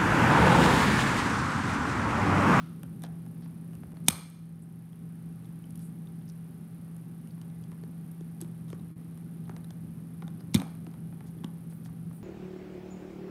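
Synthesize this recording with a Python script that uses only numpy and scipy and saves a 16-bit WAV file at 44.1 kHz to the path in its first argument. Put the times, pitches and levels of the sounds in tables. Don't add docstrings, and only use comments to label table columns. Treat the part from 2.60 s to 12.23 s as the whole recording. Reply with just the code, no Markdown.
import sys
import numpy as np
from scipy import signal
from scipy.fft import rfft, irfft
from scipy.io import wavfile

SR = 44100
rng = np.random.default_rng(int(sys.argv[2]) if len(sys.argv) > 2 else 0)


def int16_out(signal):
    q = np.round(np.clip(np.atleast_2d(signal).T, -1, 1) * 32767)
    wavfile.write(sys.argv[1], SR, q.astype(np.int16))


def makeup_ratio(level_db):
    decades = np.asarray(level_db, float) / 20
    return 10 ** decades


N = 424683

# pitch_hz, level_db (rms)
HUM_LINES = [(120.1, -54.5), (166.0, -42.5), (797.0, -77.5)]
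# freq_hz, density_db
RUMBLE_SPECTRUM = [(15, -45), (25, -34), (38, -77.5), (64, -18), (145, -5), (167, -3.5), (189, -6),
                   (216, -5.5), (479, -30), (600, -34), (780, -76.5), (1320, -120)]
RUMBLE_SPAN_DB = 10
# start_s, rumble_db
LEANING = [
    (0.0, -55),
    (0.7, -56),
    (1.37, -54.5),
    (1.85, -57.5),
    (5.0, -58),
    (7.1, -56),
    (8.77, -55),
    (9.63, -57),
]
# freq_hz, density_db
AIR_SPECTRUM = [(240, -11), (400, -5), (526, -13.5), (783, -11.5), (943, -15.5), (1120, -14), (6080, -32),
                (7800, -35), (10100, -70.5), (17200, -120)]
AIR_DB = -63
# freq_hz, density_db
HISS_SPECTRUM = [(4470, -20.5), (7600, -38), (7950, -15.5), (8260, 0.5), (9140, 1), (9940, -0.5),
                 (11200, 3.5), (13500, -6.5), (15500, -2)]
HISS_DB = -66.5
# start_s, lag_ms, jitter_ms, stragglers_db
TICK_LAG = [(0, 29, 2, -5), (.43, 22, 3, -5), (.65, 11, 4, -4), (1.12, 5, 5, -4), (1.55, 24.5, 4, -6),
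            (3.33, 21.5, 1, -6), (3.75, 10, 1, -5), (4.1, 14, 3, -3), (5.0, 12.5, 4, -3), (6.72, 5, 5, -1),
            (9.02, .5, 1, -2), (9.25, -3.8, 2, -2)]
TICKS_PER_S = 30
# level_db, centre_hz, width_octaves, t60_s
EARLIER_CRACK = (-54.5, 1348, 3, 0.7)

# start_s, level_db, bone_hz, jaw_load_db
CHIPS = [(.232, -44.5, 3500, -8), (.4205, -48, 3560, -12), (.4367, -39, 3850, -7), (.6629, -57, 3940, -2.5),
         (.822, -62.5, 4500, 2), (1.152, -51, 2740, -21), (1.3187, -58, 2920, -4.5),
         (3.0674, -64, 5115, -8.5), (4.673, -54.5, 2930, -15.5), (5.024, -63, 2895, -3),
         (5.8054, -50, 4730, -9), (6.102, -48, 3600, -10.5), (6.575, -52, 3780, -11),
         (6.8772, -66, 2713, 8), (7.044, -49, 4020, -13.5), (8.0172, -42, 2270, 0),
         (9.5306, -57, 3470, -10)]
# start_s, level_db, snap_hz, jaw_load_db
SMACKS = [(.4265, -57, 10300, -17), (1.6993, -46, 10980, -20), (3.1058, -47.5, 8900, -28),
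          (3.1557, -46.5, 9300, -31.5), (3.175, -50, 9300, -30), (3.1926, -45.5, 12100, -33),
          (4.365, -50.5, 9500, -13), (5.4644, -58, 10220, -15), (5.5154, -46.5, 11990, -21),
          (5.8134, -35, 8550, -25), (8.1519, -52.5, 11150, -8), (8.245, -58, 8500, -24),
          (3.69, -55, 9400, -26)]
# start_s, level_db, bone_hz, jaw_load_db
TAPS = [(.4484, -44.5, 4200, -8), (.4638, -50, 3620, -6), (.8594, -55.5, 4700, -2), (1.1328, -52, 3020, -7),
        (1.2336, -70.5, 2810, 17.5), (1.3593, -60, 2970, -2), (1.3694, -52, 4360, -3.5),
        (2.33, -54, 3360, -10), (3.4717, -51.5, 3730, -17.5), (4.7077, -51.5, 4680, -21),
        (4.778, -68, 2790, 6), (4.8998, -53.5, 3600, -12), (5.846, -57, 4120, -2), (6.9105, -70, 2770, 8.5),
        (7.6789, -39.5, 3650, -12), (7.8068, -49, 5150, -7), (7.9992, -32.5, 3764, -15),
        (8.266, -46, 2620, -6.5), (8.3394, -50.5, 3700, -8.5), (8.8435, -33.5, 3600, -18),
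        (9.2584, -47, 3400, -7.5)]
# start_s, level_db, bone_hz, jaw_load_db
GRINDS = [(2.845, -61.5, 4390, -9.5), (3.68, -61, 5650, -13), (3.6982, -50, 5750, -20.5),
          (4.8145, -48, 3100, -13.5), (5.1165, -55.5, 2200, -1.5), (5.2362, -56.5, 4530, 0),
          (5.6082, -53, 3750, -8), (6.129, -50, 3170, 2.5), (6.8942, -50, 3220, 4.5),
          (6.9642, -47, 4070, -3.5), (7.1056, -46, 3600, -10), (8.3135, -61, 5010, -13),
          (5.0383, -52, 3320, -20)]
# start_s, level_db, bone_hz, jaw_load_db
PRESSES = [(2.8545, -49, 3220, -26), (3.0405, -51.5, 3127, -21), (3.614, -58, 3500, -15.5),
           (5.128, -63, 2100, 3), (5.8215, -47, 3830, -13), (6.082, -56, 3800, -8), (6.148, -65.5, 2500, 3),
           (6.1958, -54, 3940, -14), (7.6218, -48.5, 3580, 1), (8.525, -56.5, 3500, -0.5),
           (8.6066, -56.5, 1900, 5), (8.787, -58, 3450, -9.5), (8.837, -50.5, 3520, -5),
           (9.124, -66, 2490, 6), (9.289, -64.5, 1100, 5), (9.511, -58.5, 1600, 2.5)]
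# bone_db, edge_db, snap_db
TAP_MIX = (-1, -18, -17)
GRIND_MIX = (0.1, -2, -13)
CHIP_MIX = (-1.8, -14, 0.1)
SMACK_MIX = (-16, -30, 0.1)
PRESS_MIX = (0.1, -40, -40)
SNAP_HZ, SMACK_BONE_HZ = 10100, 3470

# start_s, level_db, mode_hz, t60_s
THUDS = [(1.4853, -18, 209, 0.027), (1.503, -33.5, 89.2, 0.2), (7.9478, -9.5, 205, 0.03),
         (7.953, -23.5, 103, 0.1), (7.965, -23.5, 190, 0.17), (7.989, -31.5, 270.6, 0.21),
         (7.952, -34.5, 337, 0.12), (7.959, -26, 142, .12), (8.843, -27, 227, 0.022),
         (5.82, -34.5, 332, 0.061), (6.13, -34.5, 315, 0.0089), (5.235, -39.5, 393, 0.028),
         (5.609, -37.5, 348, 0.02), (6.894, -39.5, 372, 0.029), (8.272, -35.5, 296, 0.029),
         (0.269, -45, 86, 0.054), (1.158, -44, 90.5, 0.11), (1.261, -46, 80.75, 0.091),
         (5.871, -54, 85, 0.15), (6.929, -51, 85, 0.034), (9.29, -47.5, 80.5, .1)]
# start_s, length_s, level_db, centre_hz, width_octaves
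SLIDES = [(0.43, 0.04, -58, 3000, 1.9), (0.819, 0.053, -69, 4000, 1), (1.462, 0.053, -56.5, 5770, 1.9),
          (6.852, .02, -68.5, 3500, 0.53), (7.795, 0.018, -66.5, 3510, 1.2),
          (7.937, 0.0086, -48, 4700, 1.6), (2.02, 0.032, -60.5, 9130, 0.45), (3.191, 0.11, -61, 9790, 0.63),
          (3.167, 0.096, -71, 3780, 1.6), (3.677, 0.043, -68.5, 5400, 0.56),
          (5.52, 0.064, -70, 13000, 0.47), (5.804, 0.042, -59, 5960, 2.2), (6.082, 0.09, -69, 3990, 1.7),
          (6.897, 0.032, -71.5, 1210, 2.5), (7.609, 0.058, -77.5, 1510, 1.04),
          (8.019, 0.03, -66, 2520, 2.7), (8.662, 0.05, -67.5, 5500, 1.5), (8.836, 0.022, -47, 980, 0.63),
          (9.093, 0.094, -66, 9430, 0.42), (9.106, .1, -67, 14000, 0.27), (9.1, 0.036, -70.5, 4490, 1.5),
          (9.246, 0.039, -60.5, 6020, 2.5), (9.512, 0.12, -66, 9300, 0.37), (9.515, .1, -68, 14000, .25)]
LONG_LICK_S = .095

# start_s, level_db, crumble_s, tilt_db_per_octave, snap_over_ring_db
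CRACKS = [(1.481, -27, 0.0037, -18, -2.5), (1.4828, -19.5, .003, -5, -9.5), (1.4836, 5.5, 0.0014, 6, -13.5),
          (1.4853, -8.5, 0.0029, 1, -7.5), (1.487, -17.5, 0.0046, 16, -6.5),
          (7.9435, -13.5, 0.0025, -14, 6.5), (7.9450, -16.5, 0.0026, -19, 4.5),
          (7.9488, -13.5, 0.00272, -12, 1.5), (7.9575, -22, 0.0041, -29, -4), (7.961, -35, 0.0025, -17, -2),
          (7.976, -31.5, 0.0027, 0, -1)]
# mode_hz, level_db, t60_s
BONE_MODES = [(970, -13.5, 0.015), (1330.6, -16, .01), (2480, -4, 0.01), (3730, -3, 0.0072),
              (4200, -4, 0.0055), (5700, -8, 0.004), (6650, -7, 0.0065), (8830, 3, 0.0031),
              (9300, -1, 0.0056), (11506, -5.5, 0.0014), (13600, -13, 0.0014)]
# start_s, level_db, tilt_db_per_octave, shaft_rings_db
THROWN = [
    (1.4840, -1, 0.8, -6),
    (7.9450, -11.5, -3.5, -8.5),
    (7.9570, -17.5, -1, -16),
]
# freq_hz, level_db
THROWN_COLOUR = [(400, -9.5), (1300, -2.5), (1800, -10), (4300, -5), (7600, -7), (9000, 1.5), (12000, -3),
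                 (15500, -16)]
# ring_hz, level_db, t60_s
SHAFT_RINGS = [(1290, -26, .018), (2410, -20, 0.026), (3600, -27, .014), (4300, -23, .016),
               (4870, -27, .014), (5400, -25, .014), (6610, -24, .012), (8900, -18, 0.006),
               (9540, -22, .01)]
# centre_hz, t60_s, level_db
ROOM = [(250, 0.69, -25), (700, 0.47, -23.5), (2070, 0.65, -22), (4902, 0.7, -28), (9300, 0.47, -19),
        (14000, .3, -26.5)]
FIRST_WALL_S = .013
# start_s, spread_s, over_tail_db
NEAR_WALLS = [
    (0.0126, 0.0041, 6),
    (0.021, .003, 7.5),
    (.041, .004, 2.5),
]

PORT_DIP_HZ, PORT_DIP_OCTAVES, PORT_DIP = 7400, 0.22, 0.38
GAP_S, GAP_LENGTH_S, GAP_EDGE_S = 1.33563, .005, .0006
DROPOUT_S, DROPOUT_LENGTH_S, HELD_S = 6.314, .042, .0064


def rms_one(x):
    return x / np.sqrt(np.mean(x ** 2) + 1e-20)


def peak_one(x):
    return x / np.max(np.abs(x))


def log_interp(hz, points):
    table = np.array(points)
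    return np.interp(np.log(hz), np.log(table[:, 0]), table[:, 1])


def coloured(points):
    hz = np.arange(1, N // 2 + 2) * SR / N
    spectrum = rfft(rng.standard_normal(N))
    return rms_one(irfft(spectrum * makeup_ratio(log_interp(hz, points)), N))


def drift(rate_hz):
    steps = rng.standard_normal(1000)
    return np.interp(np.arange(N) / SR * rate_hz, np.arange(1000), steps)


def band(x, hz, octaves):
    edges = np.clip(hz * 2 ** (np.array([-.5, .5]) * octaves), 20, .45 * SR)
    return signal.sosfilt(signal.butter(2, edges, "band", fs=SR, output="sos"), x)


def ring(clicks, hz, t60):
    r = makeup_ratio(-60 / (t60 * SR))
    w = 2 * np.pi * hz / SR
    return signal.lfilter([0, np.sin(w)], [1, -2 * r * np.cos(w), r * r], clicks + 1e-18)


def add(out, s, sound):
    at = round(s * SR)
    out[at:at + len(sound)] += sound[:N - at]


def crumble(length_s, rise_s=.0005, slip=16.0):
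    t = np.arange(2000) / SR
    grit = rng.standard_normal(2000) ** 3
    grit[int(rise_s * SR)] = slip * np.sign(grit[0])
    return grit * np.clip(t / rise_s, 0, 1) ** 2 * np.exp(-t / length_s)


def appliance():
    t = np.arange(N) / SR
    lines = np.zeros(N)
    for hz, db in HUM_LINES:
        level = makeup_ratio(db + 3 + 1.2 * drift(6))
        lines += level * np.sin(2 * np.pi * hz * t + .3 * drift(2))
    lean_db = np.interp(t, *np.transpose(LEANING))
    rumble = makeup_ratio(lean_db + RUMBLE_SPAN_DB + 1.6 * drift(14)) * coloured(RUMBLE_SPECTRUM)
    air = makeup_ratio(AIR_DB + 0.12 * drift(2.2)) * coloured(AIR_SPECTRUM)
    return lines + rumble + air


def phone_hiss(tick_db=14.5, sag_db=-3):
    start = np.arange(-1, int(N / SR * TICKS_PER_S)) / TICKS_PER_S
    since, *clock = np.transpose(TICK_LAG)
    row = np.maximum(np.searchsorted(since, start) - 1, 0)
    lag_ms, jitter_ms, late_db = np.array(clock)[:, row]
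    chance = rng.random((len(start), 8))
    first = start + (lag_ms + jitter_ms * (chance[:, 3] - .5)) / 1000
    later = np.cumsum(.006 + .003 * chance[:, :3], axis=1)
    times = np.column_stack([first, first[:, None] + later])
    sizes_db = np.array([1, 0, -4, -7]) + late_db[:, None] * [0, 1, 1, 1]
    sizes = makeup_ratio(sizes_db + np.array([4, 8, 10, 10]) * (chance[:, 4:] - .5))
    at = np.clip((times.ravel() * SR).astype(int), 0, N - 1)
    marks = np.bincount(at, sizes.ravel(), N) * rng.choice([-1, 1], N)
    ticks = 9 * band(band(marks, 10900, .42), 10900, .42)
    t = np.arange(N) / SR
    age_s = t - first[np.maximum(np.searchsorted(first, t) - 1, 0)]
    bed = makeup_ratio(sag_db * np.clip(age_s * TICKS_PER_S, 0, 1.5)) * coloured(HISS_SPECTRUM)
    return makeup_ratio(HISS_DB) * (bed + makeup_ratio(tick_db) * ticks)


def earlier_crack():
    db, hz, octaves, t60 = EARLIER_CRACK
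    diffuse = band(rng.standard_normal(N), hz, octaves)
    shaft = 0.12 * ring(rng.standard_normal(N), SHAFT_RINGS[0][0], 0.013)
    return makeup_ratio(db - 60 * np.arange(N) / SR / t60) * rms_one(diffuse + shaft)


def contact(s, db, load_db, mix_db, bone_hz, snap_hz):
    bone, edge, snap = makeup_ratio(db + np.array(mix_db))
    knock = makeup_ratio(db + load_db)
    grit = crumble(0.0017, slip=23.0)
    bone_ring = 1.015 * peak_one(ring(grit, bone_hz, 0.0068)) + 0.71 * peak_one(band(grit, 3900, 1.1))
    bright = band(band(grit, snap_hz, 0.5), 11000, 0.9) + 0.08 * ring(grit, 8700, 0.0045)
    high_knock = band(crumble(.0005, slip=30.0), 1250, 1.4)
    low_knock = band(crumble(0.004, slip=25.0), 560, 1.5)
    sound = np.zeros(2100)
    add(sound, 0, bone * peak_one(bone_ring))
    add(sound, 0, edge * makeup_ratio(7) * peak_one(band(grit, 5200, 1.4)))
    add(sound, 0, snap * makeup_ratio(6) * peak_one(bright))
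    add(sound, .0004, knock * makeup_ratio(8.0) * peak_one(high_knock))
    add(sound, .0015, knock * makeup_ratio(8.5) * peak_one(low_knock))
    return sound


def bites():
    out = np.zeros(N)
    kinds = ((TAPS, TAP_MIX), (GRINDS, GRIND_MIX), (CHIPS, CHIP_MIX), (PRESSES, PRESS_MIX))
    for rows, mix_db in kinds:
        for s, db, hz, load_db in rows:
            add(out, s, contact(s, db, load_db, mix_db, hz, SNAP_HZ))
    for s, db, hz, load_db in SMACKS:
        add(out, s, contact(s, db, load_db, SMACK_MIX, SMACK_BONE_HZ, hz))
    return out


def thuds():
    out, push = np.zeros(N), np.zeros(12000)
    push[:60] = -np.hanning(60)
    for s, db, hz, t60 in THUDS:
        add(out, s, makeup_ratio(db) * peak_one(band(ring(push, hz, t60), hz, 1.4)))
    return out


def slides():
    out = np.zeros(N)
    t = np.arange(8000) / SR
    for s, length_s, db, hz, octaves in SLIDES:
        grains = rng.standard_normal(8000) * makeup_ratio(5 * np.minimum(rng.exponential(1, 8000), 3.5))
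        swell = 0.9 if length_s > LONG_LICK_S else 0.4
        stroke = np.sin(np.pi * np.clip(t / length_s, 0, 1) ** swell)
        wet = band(band(grains, hz, octaves), hz, 1.3 * octaves)
        add(out, s, makeup_ratio(db) * stroke * rms_one(wet))
    return out


def room(x):
    t = np.arange(SR // 2) / SR
    scatter = makeup_ratio(5 * np.minimum(rng.exponential(1, len(t)), 4))
    tail = np.zeros(len(t))
    for hz, t60, db in ROOM:
        diffuse = band(rng.standard_normal(len(t)) * scatter, hz, 1.6)
        tail += makeup_ratio(db - 60 * t / t60) * rms_one(diffuse)
    walls_db = sum(db * np.exp(-((t - s - spread) / spread) ** 2 * 2) for s, spread, db in NEAR_WALLS)
    onset = np.clip((t - FIRST_WALL_S) / 0.0034, 0, 1)
    return signal.fftconvolve(x, tail * makeup_ratio(walls_db) * onset / 20)[:N]


def cracks():
    out = np.zeros(N)
    for s, db, length_s, tilt_db, broad_db in CRACKS:
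        grit = crumble(length_s)
        uneven_db = rng.normal(0, 2.5, len(BONE_MODES))
        modes = np.zeros(len(grit))
        for (hz, mode_db, t60), extra_db in zip(BONE_MODES, uneven_db):
            bright_db = tilt_db * np.log2(max(hz / 4000, 1))
            modes += makeup_ratio(mode_db + bright_db + extra_db) * ring(grit, hz, t60)
        snap = makeup_ratio(broad_db) * peak_one(band(grit, 4100, 2.5))
        add(out, s, makeup_ratio(db) * peak_one(peak_one(modes) + snap))
    return out


def thrown():
    out = np.zeros(N)
    hz = np.arange(1, 2050) * SR / 4096
    click = np.eye(1, 4096, 512)[0]
    rings = sum(makeup_ratio(db) * ring(click, ring_hz, t60) for ring_hz, db, t60 in SHAFT_RINGS)
    for s, db, tilt_db, rings_db in THROWN:
        colour_db = log_interp(hz, THROWN_COLOUR) + tilt_db * np.log2(hz / 2000)
        pulse = irfft(rfft(click + makeup_ratio(rings_db) * rings) * makeup_ratio(colour_db))
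        add(out, s - 512 / SR, makeup_ratio(db + 12) * pulse)
    return out


def scene():
    small = bites() + slides()
    to_walls = thrown() + makeup_ratio(-9.5) * small + makeup_ratio(-5.5) * band(small, 1000, 2.2)
    chewing = small + cracks() + room(to_walls)
    chewing = chewing - PORT_DIP * band(chewing, PORT_DIP_HZ, PORT_DIP_OCTAVES)
    return (chewing + thuds() + appliance() + phone_hiss() + earlier_crack())[None]


def gain_control(x, knee_db=-8, ratio=0.42, back_db_per_s=4.5, grab_s=0.012):
    creep_db = back_db_per_s * np.arange(N) / SR
    over_db = ratio * np.maximum(20 * np.log10(np.abs(x) + 1e-9) - knee_db, 0)
    cut_db = np.maximum(np.maximum.accumulate(over_db + creep_db) - creep_db, 0)
    r = np.exp(-1 / (grab_s * SR))
    return x * makeup_ratio(-signal.lfilter([1 - r], [1, -r], cut_db))


def dropout(x):
    at, held, n = round(DROPOUT_S * SR), round(HELD_S * SR), np.arange(N)
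    phase = (n - at) % held
    blend = np.sin(np.pi / 2 * phase / held) ** 2
    loop = blend * x[at - held + phase] + (1 - blend) * x[at + phase]
    age_s = np.maximum(n - at, 0) / SR
    loop = makeup_ratio(-300 * age_s) * band(loop, 200, 7.3) - makeup_ratio(-400 * age_s) * band(loop, 7000, 3)
    fade_s = [0, .012, DROPOUT_LENGTH_S, DROPOUT_LENGTH_S + 0.01]
    lost = np.interp((n - at) / SR, fade_s, [0, .9, .9, 0])
    outside_gap_s = np.abs(n / SR - GAP_S - GAP_LENGTH_S / 2) - GAP_LENGTH_S / 2
    return (lost * loop + (1 - lost) * x) * np.clip(outside_gap_s / GAP_EDGE_S, 0, 1)


def band_limit(x):
    return signal.sosfilt(signal.butter(12, 15650, fs=SR, output="sos"), x)


def record(dry):
    heard = signal.sosfilt(signal.butter(2, 38, "high", fs=SR, output="sos"), dry[0])
    limited = np.clip(gain_control(heard), -.78, .78)
    top_cut = signal.butter(14, 15550, fs=SR, output="sos")
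    mix = signal.sosfilt(top_cut, dropout(limited))
    return band_limit(mix[None])


dry = scene()
out = record(dry)
int16_out(out)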